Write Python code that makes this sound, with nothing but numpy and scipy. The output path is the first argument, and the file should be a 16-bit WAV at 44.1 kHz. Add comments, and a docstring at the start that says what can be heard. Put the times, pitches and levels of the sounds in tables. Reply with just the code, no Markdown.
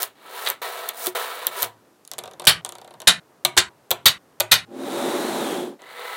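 """Hissing slides, sharp ticks and zipping slams: strips of small magnetic balls cross a tabletop and jump
onto a sheet of such balls. Each push rubs the table into resonance; each touch ticks steel on steel and
rings the sheet. Five strips slam home in a run of collisions that overloads the microphone. Near the end
the whole heavy sheet is dragged over the table with a rumble and a scrape."""
import sys
import numpy as np
from scipy import signal
from scipy.fft import rfft, irfft, next_fast_len
from scipy.io import wavfile

SR = 44100
rng = np.random.default_rng(int(sys.argv[2]) if len(sys.argv) > 2 else 0)


def generate_wav(signal):
    """Clip the signal to [-1, 1] and save it as 16-bit WAV at the path in sys.argv[1]."""
    frames = np.transpose(np.atleast_2d(signal))
    scaled = np.clip(frames, -1, 1) * 32767
    pcm = np.round(scaled).astype(np.int16)
    wavfile.write(sys.argv[1], SR, pcm)


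N = 271656
TIME = np.arange(N) / SR

# tone colour of steel striking steel: (frequency [Hz], level [dB])
STEEL_SPECTRUM = [(1500, -30), (3000, -8), (4200, -7.5), (5800, 3), (8000, 4.5), (10500, 3), (13500, -1),
                  (16500, -12)]
# modes of the struck tabletop: (frequency [Hz], level [dB], t60 [s])
TABLE_MODES = [(109.5, -9, 0.45), (134, -3.5, 0.17), (221, -6, 0.14), (364.3, -1.5, 0.14),
               (601, -6.5, 0.095), (761, 0.5, 0.14), (960, -1, 0.25)]
# a strip touches the sheet, then snaps on: (time [s], lead of the first touch [s], tick [dB],
# sheet ring [dB], table knock [dB], table thud [dB], thud pitch [Hz])
SNAPS = [(0.0304, 0.0089, -21.5, -31.5, -39, -47, 350), (0.4718, 0.01, -38, -20, -36.5, -40, 350),
         (0.501, 0.013, -21, -32.5, -37.5, -48, 350), (0.89, 0.0014, -25.5, -31.5, -46, -51, 350),
         (1.069, 0.0081, -22, -28.5, -27.5, -18, 347), (1.4687, 0.00057, -17, -27.5, -29.5, -52, 350),
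         (1.6292, 0.0064, -17.5, -27.5, -24, -32.5, 110), (3.4503, 0.00096, -15, -14, -19, -27, 141.4),
         (3.913, 0.006, -15.5, -19, -17, -34, 139.7), (4.4048, 0.0042, -16, -20.5, -17.5, -35.5, 120)]
# a strip slams home: (time [s], level [dB], build-up [s], t60 [s], ring pitch [Hz], relative ring [dB],
# relative steel ticks [dB], length [s], table thud [dB], thud pitch [Hz])
SLAMS = [(2.4692, -1, 0.0019, 0.13, 3110, -2.5, 0, 0.145, -22.5, 120),
         (3.0707, -0.5, 0.0041, 0.11, 3920, 6, -0.5, 0.13, -24, 170),
         (3.5728, -3.5, 0.0042, 0.095, 3580, 0.5, -1, 0.12, -14.5, 370),
         (4.055, -2, 0.0041, 0.12, 3830, 1.5, 1.5, 0.128, -10, 170),
         (4.512, -3, 0.0063, 0.14, 4200, -3, -4.5, 0.14, -21.5, 110)]


def from_db(db):
    """Decibels to gain."""
    return 10 ** (np.asarray(db) / 20)


def unit_rms(x):
    """Scale to rms 1."""
    return x / np.sqrt(np.mean(x ** 2) + 1e-20)


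def at_hz(points, hz):
    """Read a table on a log-frequency axis."""
    f, value = np.transpose(points)
    return np.interp(np.log(np.maximum(hz, 1)), np.log(f), value)


def add(out, s, sound):
    """Mix a sound in at time s."""
    at = max(int(s * SR), 0)
    out[at:at + len(sound)] += sound[:max(N - at, 0)]


def settle(first, last, progress, power):
    """Go from one level to another, quickly at first, as progress runs from 0 to 1."""
    return last + (first - last) * (1 - np.clip(progress, 0, 1)) ** power


def swell(start_s, stop_s, rise_s, fall_s):
    """A rounded rise from 0, a hold at 1 and a rounded fall."""
    ramp = np.minimum((TIME - start_s) / rise_s, (stop_s - TIME) / fall_s)
    return np.sin(np.pi / 2 * np.clip(ramp, 0, 1))


def waver(per_s):
    """A random curve gliding to a new value per_s times a second."""
    points = rng.standard_normal(4096)
    return np.interp(TIME * per_s, np.arange(len(points)), points)


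def grains(per_s, spread_db, size=N):
    """Random tiny collisions of uneven strength."""
    strength = from_db(spread_db * np.clip(rng.standard_normal(size), -2, 2))
    return (rng.random(size) < per_s / SR) * strength * rng.choice([-1, 1], size)


def coloured(x, spectrum, modes=()):
    """Shape x with a steep-ended spectrum and peaks of (centre [Hz], width [Hz], boost [dB]); rms 1."""
    size = next_fast_len(len(x))
    hz = np.arange(size // 2 + 1) * SR / size
    peaks_db = sum(boost / (1 + (2 * (hz - f) / width) ** 2) for f, width, boost in modes)
    ends = np.minimum(hz / spectrum[0][0], 1) ** 2 * np.minimum(spectrum[-1][0] / (hz + 1), 1) ** 2
    gain = from_db(at_hz(spectrum, hz) + peaks_db) * ends
    return unit_rms(irfft(rfft(x, size) * gain, size)[:len(x)])


def gliding_band(path, width_hz):
    """A noisy resonance whose centre follows (time [s], pitch [Hz]); rms 1."""
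    phase = 2 * np.pi * np.cumsum(np.interp(TIME, *np.transpose(path))) / SR
    lowpass = signal.butter(2, width_hz / 2, fs=SR, output="sos")
    a, b = signal.sosfilt(lowpass, rng.standard_normal((2, N)))
    return unit_rms(a * np.cos(phase) + b * np.sin(phase))


def burst(spectrum, t60, rise_s, modes=()):
    """Decaying noise for a struck body with crowded modes; as much energy as 10 ms at rms 1."""
    t = TIME[:SR // 8]
    envelope = from_db(-60 * t / t60) * (1 - np.exp(-t / rise_s))
    ring = envelope * coloured(rng.standard_normal(len(t)), spectrum, modes)
    return ring * np.sqrt(SR / 100 / np.sum(ring ** 2))


def modal(modes, favoured_hz, spread_db, octaves):
    """Decaying sines; each blow favours the modes around one pitch and excites them unevenly."""
    t, out = TIME[:SR // 3], 0
    for hz, db, t60 in modes:
        off_pitch_db = -6 * (np.log2(hz / favoured_hz) / octaves) ** 2
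        envelope = from_db(db + spread_db * rng.standard_normal() + off_pitch_db - 60 * t / t60)
        out = out + envelope * np.sin(2 * np.pi * hz * t) * rng.choice([-1, 1])
    return out


def room_response():
    """Diffuse echoes of a small room, dying sooner in the treble; unit energy."""
    # reverb decay: (frequency [Hz], t60 [s])
    decay_times = [(150, 0.49), (600, 0.2), (1500, 0.32), (4000, 0.063), (8000, 0.16), (15000, 0.079)]
    t, tail = TIME[:SR // 2], 0
    edges = np.geomspace(60, 19000, 10)
    for low, high in zip(edges, edges[1:]):
        bandpass = signal.butter(2, [low, high], "band", fs=SR, output="sos")
        band = signal.sosfilt(bandpass, rng.standard_normal(len(t)))
        tail = tail + band * from_db(-60 * t / at_hz(decay_times, np.sqrt(low * high)))
    tail = tail * (1 - np.exp(-(t / 0.0028) ** 2))
    return tail / np.sqrt(np.sum(tail ** 2))


def in_room(x, room, wet_db):
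    """Direct sound plus its echoes."""
    return x + from_db(wet_db) * signal.fftconvolve(x, room)[:len(x)]


def background():
    """Fingers rub faintly as they shift a strip between blows, over quiet room tone."""
    # the still room: (frequency [Hz], level [dB])
    room_tone = [(18, -56), (30, -34.5), (109, -9.5), (303, 2), (449, -2), (584, -4), (1100, -7),
                 (2230, -17), (14000, -23.5), (16000, -29)]
    # dull rub of fingers: (frequency [Hz], level [dB])
    finger_spectrum = [(50, -21.5), (130, 2.5), (250, -6.5), (450, 1.5), (900, -5), (1800, -10.5),
                       (4000, -31.5)]
    # finger moves: (start [s], stop [s], relative level [dB])
    fidgets = [(1.7, 1.922, -49), (2.115, 3.107, -45), (3.091, 4.663, -51)]
    rubbing = sum(from_db(db) * swell(start, stop, rise_s=.06, fall_s=.06) for start, stop, db in fidgets)
    fingers = rubbing * coloured(rng.standard_normal(N), finger_spectrum)
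    fingers *= from_db(-11 + 1.5 * waver(per_s=28))
    return fingers + from_db(-59) * coloured(rng.standard_normal(N), room_tone)


def sheet_drag():
    """The heavy sheet drives the table's low modes, under a scrape of many balls and a wandering rasp."""
    # rumble of the table: (frequency [Hz], level [dB])
    rumble_spectrum = [(50, -59), (90, -36), (140, -10), (215, -3), (350, 4.5), (460, 1), (570, -9),
                       (800, -10), (1200, -17), (2000, -26), (4000, -30)]
    # table resonances under the sheet: (centre [Hz], width [Hz], boost [dB])
    rumble_modes = [(221, 17, 9), (261, 24, 8.6), (355, 36, 7), (574, 30, 16.4), (796, 29, 10)]
    # scrape of the balls: (frequency [Hz], level [dB])
    scrape_spectrum = [(700, 13), (1400, 3.5), (2200, -1.5), (2800, -4.5), (3800, -0.5), (4800, -9.5),
                       (6500, -8), (9500, -6.5), (12000, -12), (16000, -14.5)]
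    # glide of the rasp: (time [s], pitch [Hz])
    rasp_path = [(4.8, 3750), (5.0, 3650), (5.17, 3757), (5.3, 4240), (5.42, 3680), (5.5, 3200),
                 (5.6, 3290), (5.75, 3420)]
    speed = swell(start_s=4.662, stop_s=5.78, rise_s=0.42, fall_s=0.32)
    rumble = coloured(grains(per_s=3300, spread_db=2.5), rumble_spectrum, rumble_modes)
    rumble *= from_db(-27 + 0.76 * waver(per_s=74))
    scrape = from_db(-29.5) * coloured(grains(per_s=15000, spread_db=4), scrape_spectrum)
    rasp = from_db(-42) * gliding_band(rasp_path, width_hz=420)
    return speed ** 0.96 * rumble + speed ** 2.26 * (scrape + rasp)  # brighter with speed


def strip_slides():
    """A sliding strip rubs the table into resonance while its balls chatter finely against each other."""
    # up to two pushes a strip: (start [s], stop [s], first rub [dB], last rub [dB], last hiss [dB])
    pushes = [(0, 0.04, -29, -31.5, -31), (0.15, 0.51, -60, -31.5, -36), (0.616, 0.9, -29, -34.5, -43.5),
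              (0.93, 1.08, -48.5, -34, -29.5), (1.149, 1.485, -25, -34.5, -44),
              (1.51, 1.645, -41.5, -29, -30), (5.79, 6.16, -53, -32.5, -45.5)]
    # rub on the tabletop: (frequency [Hz], level [dB])
    rub_spectrum = [(100, -83), (280, -39), (380, 5), (500, 4), (800, 5), (1100, 5), (1600, 0.5),
                    (2000, -9), (2800, -1.5), (3800, 1), (4400, -4), (5200, -18.5), (9000, -13.5)]
    # table resonances under any strip: (centre [Hz], width [Hz], boost [dB])
    rub_modes = [(487, 15, 13), (662, 17, 6.5), (980, 22, 9.5), (1316, 20, 13.5), (1914, 410, 11.5),
                 (2258, 66, 11), (3320, 340, -2.5)]
    # each strip's own resonance: (centre [Hz], width [Hz], boost [dB])
    own_modes = [(1550, 500, 0), (700, 78, 8), (1170, 150, 3), (2034, 110, 13)]
    # chatter of the balls: (frequency [Hz], level [dB])
    hiss_spectrum = [(3000, -12.5), (5000, -3), (7000, -4), (8500, -2.5), (10200, 1), (11500, -6),
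                     (14000, 2.5), (16000, 0)]
    attack_s, release_db_per_s = 0.0029, 365
    bumps = grains(per_s=3000, spread_db=0.5)
    catching = from_db(-0.4 + waver(per_s=28))
    strip_rubs = [coloured(bumps, rub_spectrum, rub_modes + [mode]) for mode in own_modes]
    rub, hiss_gain = 0, 0
    for k, (start_s, stop_s, first_db, last_db, hiss_db) in enumerate(pushes):
        speed_db = settle(first_db - last_db, 0, (TIME - start_s) / (stop_s - start_s), power=2.12)
        attack = np.clip((TIME - start_s) / attack_s, 0, 1)
        speed = attack * from_db(speed_db - release_db_per_s * np.maximum(TIME - stop_s, 0))
        rub = rub + from_db(last_db) * speed * catching * strip_rubs[k // 2]
        hiss_gain = hiss_gain + from_db(hiss_db) * speed ** 1.47
    # a slow strip crackles in separate contacts, a fast one merges them into a hiss
    per_s = 1800 + 9000 * hiss_gain / hiss_gain.max()
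    hiss = coloured(grains(per_s, spread_db=5) / np.sqrt(per_s), hiss_spectrum)
    return rub + hiss_gain * hiss * from_db(-0.7 + 1.1 * waver(per_s=110))


def table_thuds():
    """The tabletop booms briefly under each landing; where it falls decides which modes answer."""
    out, lag_s = np.zeros(N), 0.0033
    for s, *_, db, hz in SNAPS + SLAMS:
        boom = modal(TABLE_MODES, hz, spread_db=2.5, octaves=0.31)
        attack = np.minimum(TIME[:len(boom)] * hz, 1)  # swells over one cycle
        add(out, s + lag_s, from_db(db - 5) * boom * attack)
    return out


def contacts():
    """Each touch of the snaps and runs: (time [s], tick [dB], ring [dB], knock [dB], sparkle [dB])."""
    # balls catch one after another in even runs:
    # (time [s], gap [s], balls [count], first tick [dB], last tick [dB], first table knock [dB])
    runs = [(0.451, 0.014, 2, -40, -47, -43), (2.0508, 0.0256, 2, -49, -43, -63),
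            (2.115, 0.0204, 2, -33, -39.5, -38), (2.1827, 0.0054, 2, -35.5, -31, -32),
            (2.2375, 0.0196, 3, -43, -51, -32.5), (2.3123, 0.023, 2, -52, -52.5, -42),
            (2.3973, 0.022, 3, -38, -50.5, -30), (2.4525, 0.0054, 2, -35.5, -41.5, -48.5),
            (2.6486, 0.013, 2, -28.5, -41.5, -32), (2.691, 0.031, 9, -35.5, -56, -37.5),
            (3.0023, 0.016, 2, -41.5, -41.5, -36.5), (3.5672, 0.0031, 2, -32.5, -30, -21.5),
            (5.8002, 0.019, 2, -77.5, -53, -45.5)]
    open_db, muffled_db = 16, -7.5  # top treble: bright on the open table, dull between the fingers
    touch_db = -6  # the first touch, against the snap that follows
    for s, lead_s, tick_db, ring_db, knock_db, _, _ in SNAPS:
        yield s - lead_s, tick_db + touch_db, ring_db + touch_db, knock_db + touch_db, open_db
        yield s, tick_db, ring_db, knock_db, open_db
    for s, gap_s, balls, first_db, last_db, table_db in runs:
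        for k, progress in enumerate(np.linspace(0, 1, round(balls))):
            tick_db = settle(first_db, last_db, progress, power=2.6)
            knock_db = table_db + .15 * (tick_db - first_db)
            ring_db = (tick_db + knock_db) / 2 - 5
            yield s + k * gap_s, tick_db, ring_db, knock_db, muffled_db


def ball_clicks(room):
    """Steel meets steel in a very short tick; the sheet rings and the table knocks a moment later."""
    # short ring of the sheet: (frequency [Hz], level [dB])
    ring_spectrum = [(600, -23.5), (1200, -5), (2000, -4), (2700, -3), (3650, 5.5), (4400, -1),
                     (5300, -15.5), (9000, -16.5)]
    # knock of the table: (frequency [Hz], level [dB])
    knock_spectrum = [(110, -20.5), (230, -27), (370, -7), (470, 1), (620, 9), (850, -0.5), (1200, 0),
                      (2200, -15.5)]
    ticks, body = np.zeros(N), np.zeros(N)
    for s, tick_db, ring_db, knock_db, sparkle_db in contacts():
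        tick = burst(STEEL_SPECTRUM, t60=.0048, rise_s=.0002, modes=[(14300, 5000, sparkle_db)])
        add(ticks, s, from_db(tick_db) * tick)
        add(body, s, from_db(ring_db) * burst(ring_spectrum, t60=0.036, rise_s=0.00067))
        add(body, s, from_db(knock_db - 5.5) * burst(knock_spectrum, t60=0.029, rise_s=0.006))
        table_tone = modal(TABLE_MODES, favoured_hz=600, spread_db=3, octaves=2.2)
        add(body, s, from_db(knock_db - 17) * table_tone)
    sound = in_room(ticks, room, wet_db=-16.5) + in_room(body, room, wet_db=-10)
    low_cut = signal.butter(2, 85, "high", fs=SR, output="sos")  # the clicks carry no deep bass
    return signal.sosfilt(low_cut, sound)


def strip_slams(room):
    """Dozens of balls collide and rebound: steel ticks die first, the sheet's clatter and ring last."""
    # partials of the sheet of balls: (frequency [Hz], level [dB])
    sheet_partials = [(1280, -4), (1450, -6.5), (1715, -7), (1892, -0.5), (2060, -5.5), (2925, 1),
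                      (3124, 2.5), (3265, -23.5), (3560, -4.5), (3827, -0.5), (3936, -9), (4289, -4),
                      (4467, -4)]
    # clatter of colliding balls: (frequency [Hz], level [dB])
    clatter_spectrum = [(30, -12.5), (180, -7), (300, -17), (600, -3), (900, -4.5), (1400, -0.5),
                        (2100, -1), (2700, -2.5), (3700, 5), (4500, 1.5), (5400, -4.5), (7500, -17),
                        (10500, -10), (16000, -47)]
    out, t = np.zeros(N), TIME[:SR // 3]
    for s, level_db, build_s, t60, ring_hz, ring_db, steel_db, length_s, _, _ in SLAMS:
        rise = np.minimum(t / build_s, 1) ** 2
        force = rise * from_db(-60 * np.maximum(t - build_s, 0) / t60)
        hits = grains(per_s=2300, spread_db=6.5, size=len(t))
        # chains of different lengths ring at pitches that change from blow to blow
        chain_hz = np.geomspace(1400, 13000, 16) * from_db(rng.normal(0, .5, 16))
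        peaks = [(hz, hz / 35, 6) for hz in chain_hz] + [(ring_hz, 260, 5)]
        rebounds = grains(per_s=4000, spread_db=0.5, size=len(t))
        clatter = force * coloured(rebounds, clatter_spectrum, peaks)
        tick = burst(STEEL_SPECTRUM, t60=0.0012, rise_s=.0001)
        steel = force ** 1.6 * unit_rms(signal.fftconvolve(hits, tick)[:len(t)])
        # the strip's own pitch sings along with the modes of the sheet
        modes = [(hz, db, .17) for hz, db in sheet_partials] + [(ring_hz, ring_db, .18)]
        ring = from_db(-18) * rise * modal(modes, ring_hz, spread_db=2, octaves=4)
        sound = in_room(clatter + from_db(steel_db) * steel, room, wet_db=-14) + ring
        gate = np.clip((length_s - t) / 0.0028, 0, 1)
        add(out, s, from_db(level_db) * sound * gate)
    return out


def scene():
    """All sources at one close microphone."""
    room = room_response()
    impacts = ball_clicks(room) + strip_slams(room) + table_thuds()
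    return (impacts + strip_slides() + sheet_drag() + background())[None]


def record(dry):
    """Loud blows overload the microphone into soft clipping; the top treble is cut."""
    ceiling, hardness, cutoff_hz = .68, 5, 16200
    oversampled = signal.resample_poly(dry, 2, 1, axis=-1)
    clipped = oversampled / (1 + np.abs(oversampled / ceiling) ** hardness) ** (1 / hardness)
    overloaded = signal.resample_poly(clipped, 1, 2, axis=-1)
    lowpass = signal.firwin(161, cutoff_hz, fs=SR, window="blackman")
    return signal.fftconvolve(overloaded, lowpass[None], mode="same")


dry = scene()
out = record(dry)
generate_wav(out)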